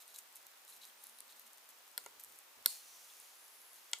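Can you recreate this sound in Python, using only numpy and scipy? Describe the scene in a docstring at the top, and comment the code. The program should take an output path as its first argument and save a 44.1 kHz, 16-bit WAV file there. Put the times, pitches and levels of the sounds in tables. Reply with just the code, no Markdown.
"""A beetle claws at a smooth sheet near a hand-held camera: its claws tick, tap and rasp as they slip.
A faint hum comes and goes, and a thin whistle arches high up. Near 2 s the camera's plastic case clicks
and is knocked. A much louder click follows, turned down by a limiter; it leaves a thin ring and a soft
rubbing hiss. The beetle ticks on, a second whistle arches, and a last knock comes at the end.
All along, a small room echoes, and room air and microphone hiss lie underneath."""
import sys
import numpy as np
from scipy import signal
from scipy.fft import rfft, irfft, next_fast_len
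from scipy.io import wavfile
from scipy.ndimage import uniform_filter1d, minimum_filter1d, map_coordinates

SR = 44100
rng = np.random.default_rng(int(sys.argv[2]) if len(sys.argv) > 2 else 0)


def to_wav(sig):
    """Store sig (one row per channel, or 1-D mono) as 16-bit WAV at the path in sys.argv[1].

    Samples outside -1..1 are clipped; the rate is SR.
    """
    pcm = np.clip(np.atleast_2d(sig), -1, 1) * 32767
    pcm = np.round(pcm).astype(np.int16)
    wavfile.write(sys.argv[1], SR, pcm.T)  # frames by channels


N = 176400

# Clicks of the camera's case. Each row: start in seconds, level in dB, treble tilt in dB per octave,
# how many times longer the case rings, level of the camera's body in dB.
CASE_CLICKS = [(1.9778, -23.5, 0.5, 1.45, -49.5), (2.6597, -6.5, 0, 1.45, -42.5)]
# The tones of the camera's body. Each row: pitch in Hz, relative level in dB,
# seconds to fade by 60 dB (called t60) before any stretch.
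BODY_TONES = [(426, -8.5, 0.055), (547, -1.5, 0.031), (740, 4, 0.018), (939, 5.5, 0.027), (1390, 2, 0.038),
              (2043, 3, 0.031), (2246, -3.5, 0.042), (2847, 0.5, 0.028)]
# How alike close sounds are left and right. Each row: frequency in Hz, likeness (1 is the same).
NEAR_LIKENESS = [(300, 0.28), (3000, 0.86), (12000, 0.85)]


def claw_ticks():
    """A claw catches on the sheet: a tiny crack with one broad ring of the claw."""
    # Each row: start in seconds, level in dB, pitch of the ring in Hz.
    ticks = [(0.0789, -38.5, 10300), (.1453, -41, 10400), (.1608, -36, 7650), (.1803, -45, 9500),
             (0.1877, -33, 9700), (0.3576, -35.5, 11600), (0.3666, -39, 11100), (.4676, -37, 11300),
             (0.6788, -43.5, 10900), (.6982, -41, 9500), (0.7027, -45, 11000), (0.8525, -37, 11500),
             (1.038, -36, 11600), (1.041, -36, 11800), (1.069, -35.5, 11100), (1.096, -41, 9100),
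             (1.1868, -39, 12000), (1.2049, -31.5, 11600), (1.3961, -37, 12000), (1.5327, -40.5, 10900),
             (1.6908, -40, 10000), (2.039, -44, 10800), (2.199, -38, 11500), (2.2052, -44, 12000),
             (2.211, -42, 11500), (2.2373, -31.5, 12100), (2.2467, -36, 10400), (2.3886, -36.5, 10500),
             (3.201, -37.5, 8600), (3.214, -47, 11000), (3.7325, -45, 12100), (3.7428, -43, 12000),
             (3.7587, -43, 11000), (3.915, -38, 11500), (3.9868, -39, 8500)]
    # The crack's colour, its balance of low and high. Each row: frequency in Hz, relative level in dB.
    tick_colour = [(60, -15), (300, -16), (1500, -18), (3000, -16), (4000, 0.5), (5000, -2.5), (7000, 1.5),
                   (12500, 3), (15500, -10)]
    ring_db, ring_width_hz = 10, 2200
    out = np.zeros((2, N))
    for start, db, hz in ticks:
        claw_ring = lambda f: 1 + amp(ring_db) * abs(resonance(f, hz, ring_width_hz))
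        response = lambda f: gains(tick_colour, f) * claw_ring(f)
        add(out, start, amp(db) * burst(response, t60=0.003, rise_s=0.0001))
    return out


def foot_taps():
    """A foot taps the sheet, which rings briefly at a pitch that depends on the spot."""
    # Each row: start in seconds, level in dB, pitch in Hz.
    taps = [(.1605, -47, 3950), (.5368, -56, 4020), (.679, -52, 4020), (.7235, -49, 4070),
            (.899, -50.5, 3220), (1.187, -49, 3990), (1.329, -51, 4220), (3.1005, -49, 3440)]
    out = np.zeros((2, N))
    for start, db, hz in taps:
        add(out, start, ring([(hz, db, 0.0129)], rise_s=0.00029))  # fades by 60 dB in about 13 ms
    return out


def leg_slips():
    """A slipping leg rasps in many tiny catches and rings the sheet; the other feet tick faintly."""
    # Each row: start in seconds, length in seconds, rasp level in dB, sheet level in dB.
    slips = [(0, 0.032, -60.5, -66.5), (0.078, 0.056, -63.5, -72), (.14, 0.033, -55.5, -65),
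             (0.183, 0.017, -53.5, -71), (0.351, 0.025, -55.5, -78), (0.673, 0.11, -61, -73),
             (0.812, 0.038, -61, -60.5), (0.843, 0.066, -62.5, -75), (1.006, 0.11, -66, -77),
             (1.289, 0.04, -62.5, -67), (1.354, 0.079, -65, -75), (1.463, 0.017, -59.5, -71),
             (1.685, 0.033, -64, -79), (2.195, 0.021, -57.5, -92), (2.224, 0.023, -63, -92),
             (2.275, 0.142, -66, -84), (3.737, 0.061, -64.5, -74)]
    # The rasp's colour. Each row: frequency in Hz, relative level in dB.
    rasp_colour = [(60, -48), (500, -34), (2500, -10.5), (5000, -9.5), (6500, -2), (8000, -2.5),
                   (9500, -0.5), (10400, -3.5), (11700, 1.5), (14000, -4.5), (15500, -11)]
    rasp_response = lambda f: gains(rasp_colour, f)
    rasp = grains(rasp_response, per_s=1800, spread_db=2.5)
    sheet = grains(lambda f: resonance(f, hz=3950, width_hz=440), per_s=1800, spread_db=2.5)
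    out = amp(-71.5) * grains(rasp_response, per_s=250, spread_db=5.5)  # the other feet
    for start, length, rasp_db, sheet_db in slips:
        out += fade_in_out(start, length) * (amp(rasp_db) * rasp + amp(sheet_db) * sheet)
    return out


def case_clicks():
    """Hard plastic cracks; case and body ring. Returns the clicks and the pulses they send the room."""
    # The case's tones. Each row: pitch in Hz, relative level in dB, t60 in seconds before the stretch.
    case_tones = [(250, -48, .06), (1450, -20.5, .014), (1680, -22, .01), (3420, -11, .007),
                  (4180, -5, .005), (4600, -3.5, .005), (5250, -11, .005), (8050, -14, .011),
                  (8500, -6, .005), (9900, -9, .005), (11550, 3, .004), (13200, -3, .0045),
                  (14400, -10, .004)]
    # The colours of the crack and the pulse. Each row: frequency in Hz, relative level in dB.
    crack_colour = [(200, -41), (1100, -19.5), (1500, 1), (2600, -11), (4400, 8), (6200, -7), (8500, 2),
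                    (11500, 3), (13300, 5), (15500, -2.5)]
    pulse_colour = [(100, -36), (1000, -7), (3200, -10), (4300, 5.5), (5000, 0.5), (6100, -7.5),
                    (7200, 3.5), (7900, -2), (8600, 4.5), (10400, 1), (12400, 2), (13300, -6), (15000, -3)]
    crack_db, pulse_db, rise_s = -6, 8.5, 0.00055
    clicks, pulses = np.zeros((2, 2, N))
    for start, db, tilt_db, stretch, body_db in CASE_CLICKS:
        add(clicks, start, amp(db) * ring(case_tones, rise_s, tilt_db, stretch))
        add(clicks, start, amp(body_db) * ring(BODY_TONES, rise_s=0.0022))
        crack = burst(lambda f: gains(crack_colour, f), t60=0.0085 * stretch, rise_s=rise_s)
        add(clicks, start, amp(db + crack_db) * crack)
        add(pulses, start, amp(db + pulse_db) * np.ones((2, 1)))
    return clicks, filtered(pulses, lambda f: gains(pulse_colour, f))


def after_ring():
    """A thin ring lingers after the loudest click."""
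    # Each row: pitch in Hz, level in dB, t60 in seconds.
    lingering_tones = [(4300, -54, 0.49)]
    loudest_start = max(CASE_CLICKS, key=lambda row: row[1])[0]
    age = np.arange(N) / SR - loudest_start
    return sum((age > 0) * amp(db - 60 * abs(age) / t60) * fuzzy_tone(hz, width_hz=380)
               for hz, db, t60 in lingering_tones)


def case_knocks():
    """Softer knocks on the case: a snap with less treble, and the lower ring of the body."""
    # Each row: start in seconds, snap level in dB, snap's upper edge in Hz, body level in dB,
    # body's treble tilt in dB per octave.
    knocks = [(2.0615, -41.5, 14300, -47.5, -2.5), (3.9328, -22.5, 9700, -43.5, 5.5)]
    # The snap's colour. Each row: frequency in Hz, relative level in dB.
    snap_colour = [(80, -41), (300, -32), (1100, -19), (2000, -3.5), (2550, -5.5), (3200, 2), (4800, -5),
                   (5900, 2.5), (8500, 1.5), (11000, -1), (15500, 1)]
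    out = np.zeros((2, N))
    for start, snap_db, edge_hz, body_db, tilt_db in knocks:
        treble_cut = lambda f: amp(-16) + 1 / (1 + (f / edge_hz) ** 20)
        snap = burst(lambda f: gains(snap_colour, f) * treble_cut(f), t60=0.014, rise_s=0.0001)
        add(out, start, amp(snap_db) * snap)
        add(out, start, amp(body_db) * ring(BODY_TONES, rise_s=0.002, tilt_db=tilt_db, stretch=0.98))
    return out


def grip():
    """The grip on the camera shifts: faint low bumps, and a rubbing hiss that briefly sings."""
    # How loud the rubbing is. Each row: time in seconds, level in dB.
    rub_levels = [(2.7, -52), (2.82, -61), (2.96, -60), (3.25, -61), (3.36, -65.5), (3.7, -68.5),
                  (3.9, -65.5)]
    # The bumps. Each row: start in seconds, length in seconds, level in dB.
    bumps = [(1.952, 0.25, -78.5), (2.256, .12, -78), (2.566, 0.062, -75)]
    # The colours of rubbing and bumps. 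Each row: frequency in Hz, relative level in dB.
    rub_colour = [(150, -44), (800, -33.5), (2500, -4.5), (5200, -2), (6900, 0.5), (8000, -4), (10800, 1),
                  (13000, -5), (15500, -4.5)]
    bump_colour = [(25, -35), (90, 4.5), (130, -7), (250, 2.5), (500, 7), (1200, -30)]
    sing_peak_s, sing_spread_s = 2.93, 0.12
    t = np.arange(N) / SR
    times, rub_db = np.transpose(rub_levels)
    rub = np.interp(t, times, amp(rub_db), left=0, right=0) * noise(rub_colour)
    sing_level = amp(-66.5) / (1 + ((t - sing_peak_s) / sing_spread_s) ** 2)
    sing = sing_level * fuzzy_tone(5940, width_hz=950)  # the rubbing gathers in one resonance
    bump_level = sum(amp(db) * fade_in_out(start, length) for start, length, db in bumps)
    return rub + sing + bump_level * noise(bump_colour)


def whistles():
    """Faint high whistles, each made of three hissy, fluttering tones that rise and fall together."""
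    # Each row: start in seconds, length in seconds, top pitch in Hz, drop at the ends in Hz, level in dB.
    arches = [(.95, .31, 10900, 2300, -76.5), (3.36, .4, 11770, 1200, -72.5)]
    # The tones in a whistle. Each row: pitch ratio, relative level in dB.
    parts = [(1, 1), (.92, 0.5), (.87, -1)]
    out = np.zeros(N)
    for start, length, top_hz, drop_hz, db in arches:
        from_middle = np.clip(2 * (np.arange(N) / SR - start) / length - 1, -1, 1)
        pitch = top_hz - drop_hz * from_middle ** 2
        for ratio, part_db in parts:
            flutter_db = 2.5 * wobble(per_s=26)
            level = fade_in_out(start, length) * amp(db + part_db + flutter_db)
            out += level * fuzzy_tone(ratio * pitch, width_hz=700)
    return out


def hum():
    """A faint low hum comes and goes once."""
    return amp(-89) * fade_in_out(start=0.68, length=0.875) * fuzzy_tone(226, width_hz=14)


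def room_echo(sound):
    """A small room answers with a smooth echo that builds up after a short gap."""
    # How long the echo lasts. Each row: frequency in Hz, t60 in seconds.
    fade_times = [(200, 0.3), (1500, 0.17), (5000, 0.28), (14000, 0.33)]
    gap_s, build_s = 0.009, 0.0021
    hz, t, spectrum = signal.stft(rng.standard_normal((2, SR // 2)), SR, nperseg=256)
    swell = 1 - np.exp(-(t + t[1]) / build_s)
    fade = amp(-60 * t / look_up(fade_times, hz)[:, None])
    tail = signal.istft(spectrum * swell * fade, SR, nperseg=256)[1]
    tail = np.pad(tail / np.linalg.norm(tail[0]), ((0, 0), (round(gap_s * SR), 0)))
    return signal.fftconvolve(sound, tail, axes=1)[:, :N]


def room_air():
    """Steady room air and microphone hiss."""
    # The air's colour. Each row: frequency in Hz, relative level in dB.
    air_colour = [(35, -75), (120, -33), (180, -27), (235, -15), (300, -14.5), (410, -9.5), (540, -7),
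                  (960, -3), (1850, -5.5), (2740, -6.5), (5000, -8.5), (9600, -11), (14000, -10),
                  (15200, -8.5)]
    # How alike left and right are. Each row: frequency in Hz, likeness (1 is the same).
    air_likeness = [(100, 0.28), (500, 0.28), (1200, 0.24), (3000, 0.083), (12000, 0.18)]
    return amp(-60) * noise(air_colour, air_likeness)


def burst(response, t60, rise_s):
    """A crack: noise that rises fast and dies away, shaped by a filter."""
    t = np.arange(SR // 20) / SR
    shape = amp(-60 * t / t60) * (1 - np.exp(-t / rise_s))
    crack = stereo(shape * rng.standard_normal((2, len(t))), lambda f: causal(response(f)))
    return crack * np.sqrt(np.mean(shape ** 2))


def ring(tones, rise_s, tilt_db=0, stretch=1):
    """The fading tones of a struck thing; each reaches the two microphones a little out of step."""
    t = np.arange(SR // 8) / SR
    hz, db, t60 = np.transpose(tones)[..., None]
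    phase = 2 * np.pi * hz * t + rng.uniform(0, 2 * np.pi, hz.shape)
    lag = rng.choice([-1, 1], hz.shape) * np.arctan(amp(-10.5))
    octaves = np.log2(hz / np.median(hz))
    fade = amp(db + tilt_db * octaves - 60 * t / (t60 * stretch))
    rise = 1 - np.exp(-t / rise_s)
    return rise * np.array([(fade * np.sin(phase + side * lag)).sum(0) for side in (1, -1)])


def grains(response, per_s, spread_db):
    """Tiny ticks at random moments and of uneven size."""
    sizes = amp(spread_db * np.minimum(rng.exponential(size=N), 4))
    hits = rng.random(N) < per_s / SR
    return stereo(hits * sizes * rng.choice([-1, 1], (2, N)), response)


def fuzzy_tone(hz, width_hz):
    """A narrow band of noise around a steady or moving pitch."""
    a, b = filtered(rng.standard_normal((2, N)), lambda f: 1 / (1 + (2 * f / width_hz) ** 4))
    phase = 2 * np.pi * np.cumsum(hz * np.ones(N)) / SR
    return unit(a * np.cos(phase) + b * np.sin(phase))


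def noise(colour, likeness=NEAR_LIKENESS):
    """Steady stereo noise of the given colour."""
    return stereo(rng.standard_normal((2, N)), lambda f: gains(colour, f), likeness)


def stereo(pair, response, likeness=NEAR_LIKENESS):
    """Filter two unrelated signals and blend them into a partly alike left and right, at level 1."""
    def blend(f):
        angle = np.arccos(np.clip(look_up(likeness, f), -1, 1)) / 2
        return np.array([np.cos(angle), np.sin(angle)])
    mid, side = filtered(pair, lambda f: response(f) * blend(f))
    return unit(np.array([mid + side, mid - side]))


def fade_in_out(start, length):
    """A level that rises, holds at 1 and falls; times are in seconds."""
    edge_share = 0.089
    progress = (np.arange(N) / SR - start) / length
    return np.clip(np.minimum(progress, 1 - progress) / edge_share, 0, 1)


def wobble(per_s):
    """A smooth curve through so many random points a second."""
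    points = rng.standard_normal(int(N * per_s / SR) + 4)
    return map_coordinates(points, [np.arange(N) * per_s / SR])


def filtered(sound, response):
    """Multiply each frequency f in a sound by response(f)."""
    n = sound.shape[-1]
    padded = next_fast_len(n + 4096)
    return irfft(rfft(sound, padded) * response(np.fft.rfftfreq(padded, 1 / SR)), padded)[..., :n]


def resonance(f, hz, width_hz):
    """The response of something that rings at one pitch."""
    return 1j * f * width_hz / (hz * hz - f * f + 1j * f * width_hz)


def causal(gain):
    """A response with these gains that sounds only after it is struck."""
    log_echo = irfft(np.log(np.maximum(gain, 1e-6)))
    k = np.arange(len(log_echo))
    forward_only = np.where(k == 0, 1, 2 * (k < len(k) // 2))
    return np.exp(rfft(log_echo * forward_only))


def gains(colour, hz):
    """A colour table's gain at each frequency."""
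    return amp(look_up(colour, hz))


def look_up(table, hz):
    """Read between rows of frequency and value, on a scale of octaves."""
    row_hz, values = np.transpose(table)
    return np.interp(np.log(hz + 1), np.log(row_hz + 1), values)


def amp(db):
    """Turn decibels into a gain."""
    return 10 ** (np.asarray(db) / 20)


def unit(sound):
    """Scale a sound to an average (rms) level of 1."""
    return sound / np.sqrt(np.mean(sound ** 2) + 1e-20)


def add(out, start, sound):
    """Mix a sound in at start seconds."""
    part = out[:, max(round(start * SR), 0):][:, :sound.shape[1]]
    part += sound[:, :part.shape[1]]


def scene():
    """The beetle and the handled camera in the room, over its air."""
    clicks, pulses = case_clicks()
    legs = claw_ticks() + foot_taps() + leg_slips()
    knocks = case_knocks()
    # Legs stir the room less than clicks do, and the soft knocks least.
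    echo = amp(-9) * room_echo(pulses + amp(-2.5) * legs + amp(-4.5) * knocks)
    return legs + knocks + clicks + after_ring() + echo + grip() + whistles() + hum() + room_air()


def record(dry):
    """A limiter turns peaks down at once, holds and recovers steadily; the highest treble is cut off."""
    ceiling_db, hold_s, release_db_per_s, top_hz = -8.5, 0.026, 182, 15450
    over_db = np.maximum(20 * np.log10(abs(dry).max(0) + 1e-9) - ceiling_db, 0)
    hold_samples = 2 * round(hold_s * SR / 2) + 1
    held_db = -minimum_filter1d(-over_db, hold_samples, origin=hold_samples // 2)
    recovery_db = release_db_per_s * np.arange(N) / SR
    cut_db = uniform_filter1d(np.maximum.accumulate(held_db + recovery_db) - recovery_db, size=8)
    return filtered(dry * amp(-cut_db), lambda f: 1 / (1 + (f / top_hz) ** 150))


dry = scene()
out = record(dry)
to_wav(out)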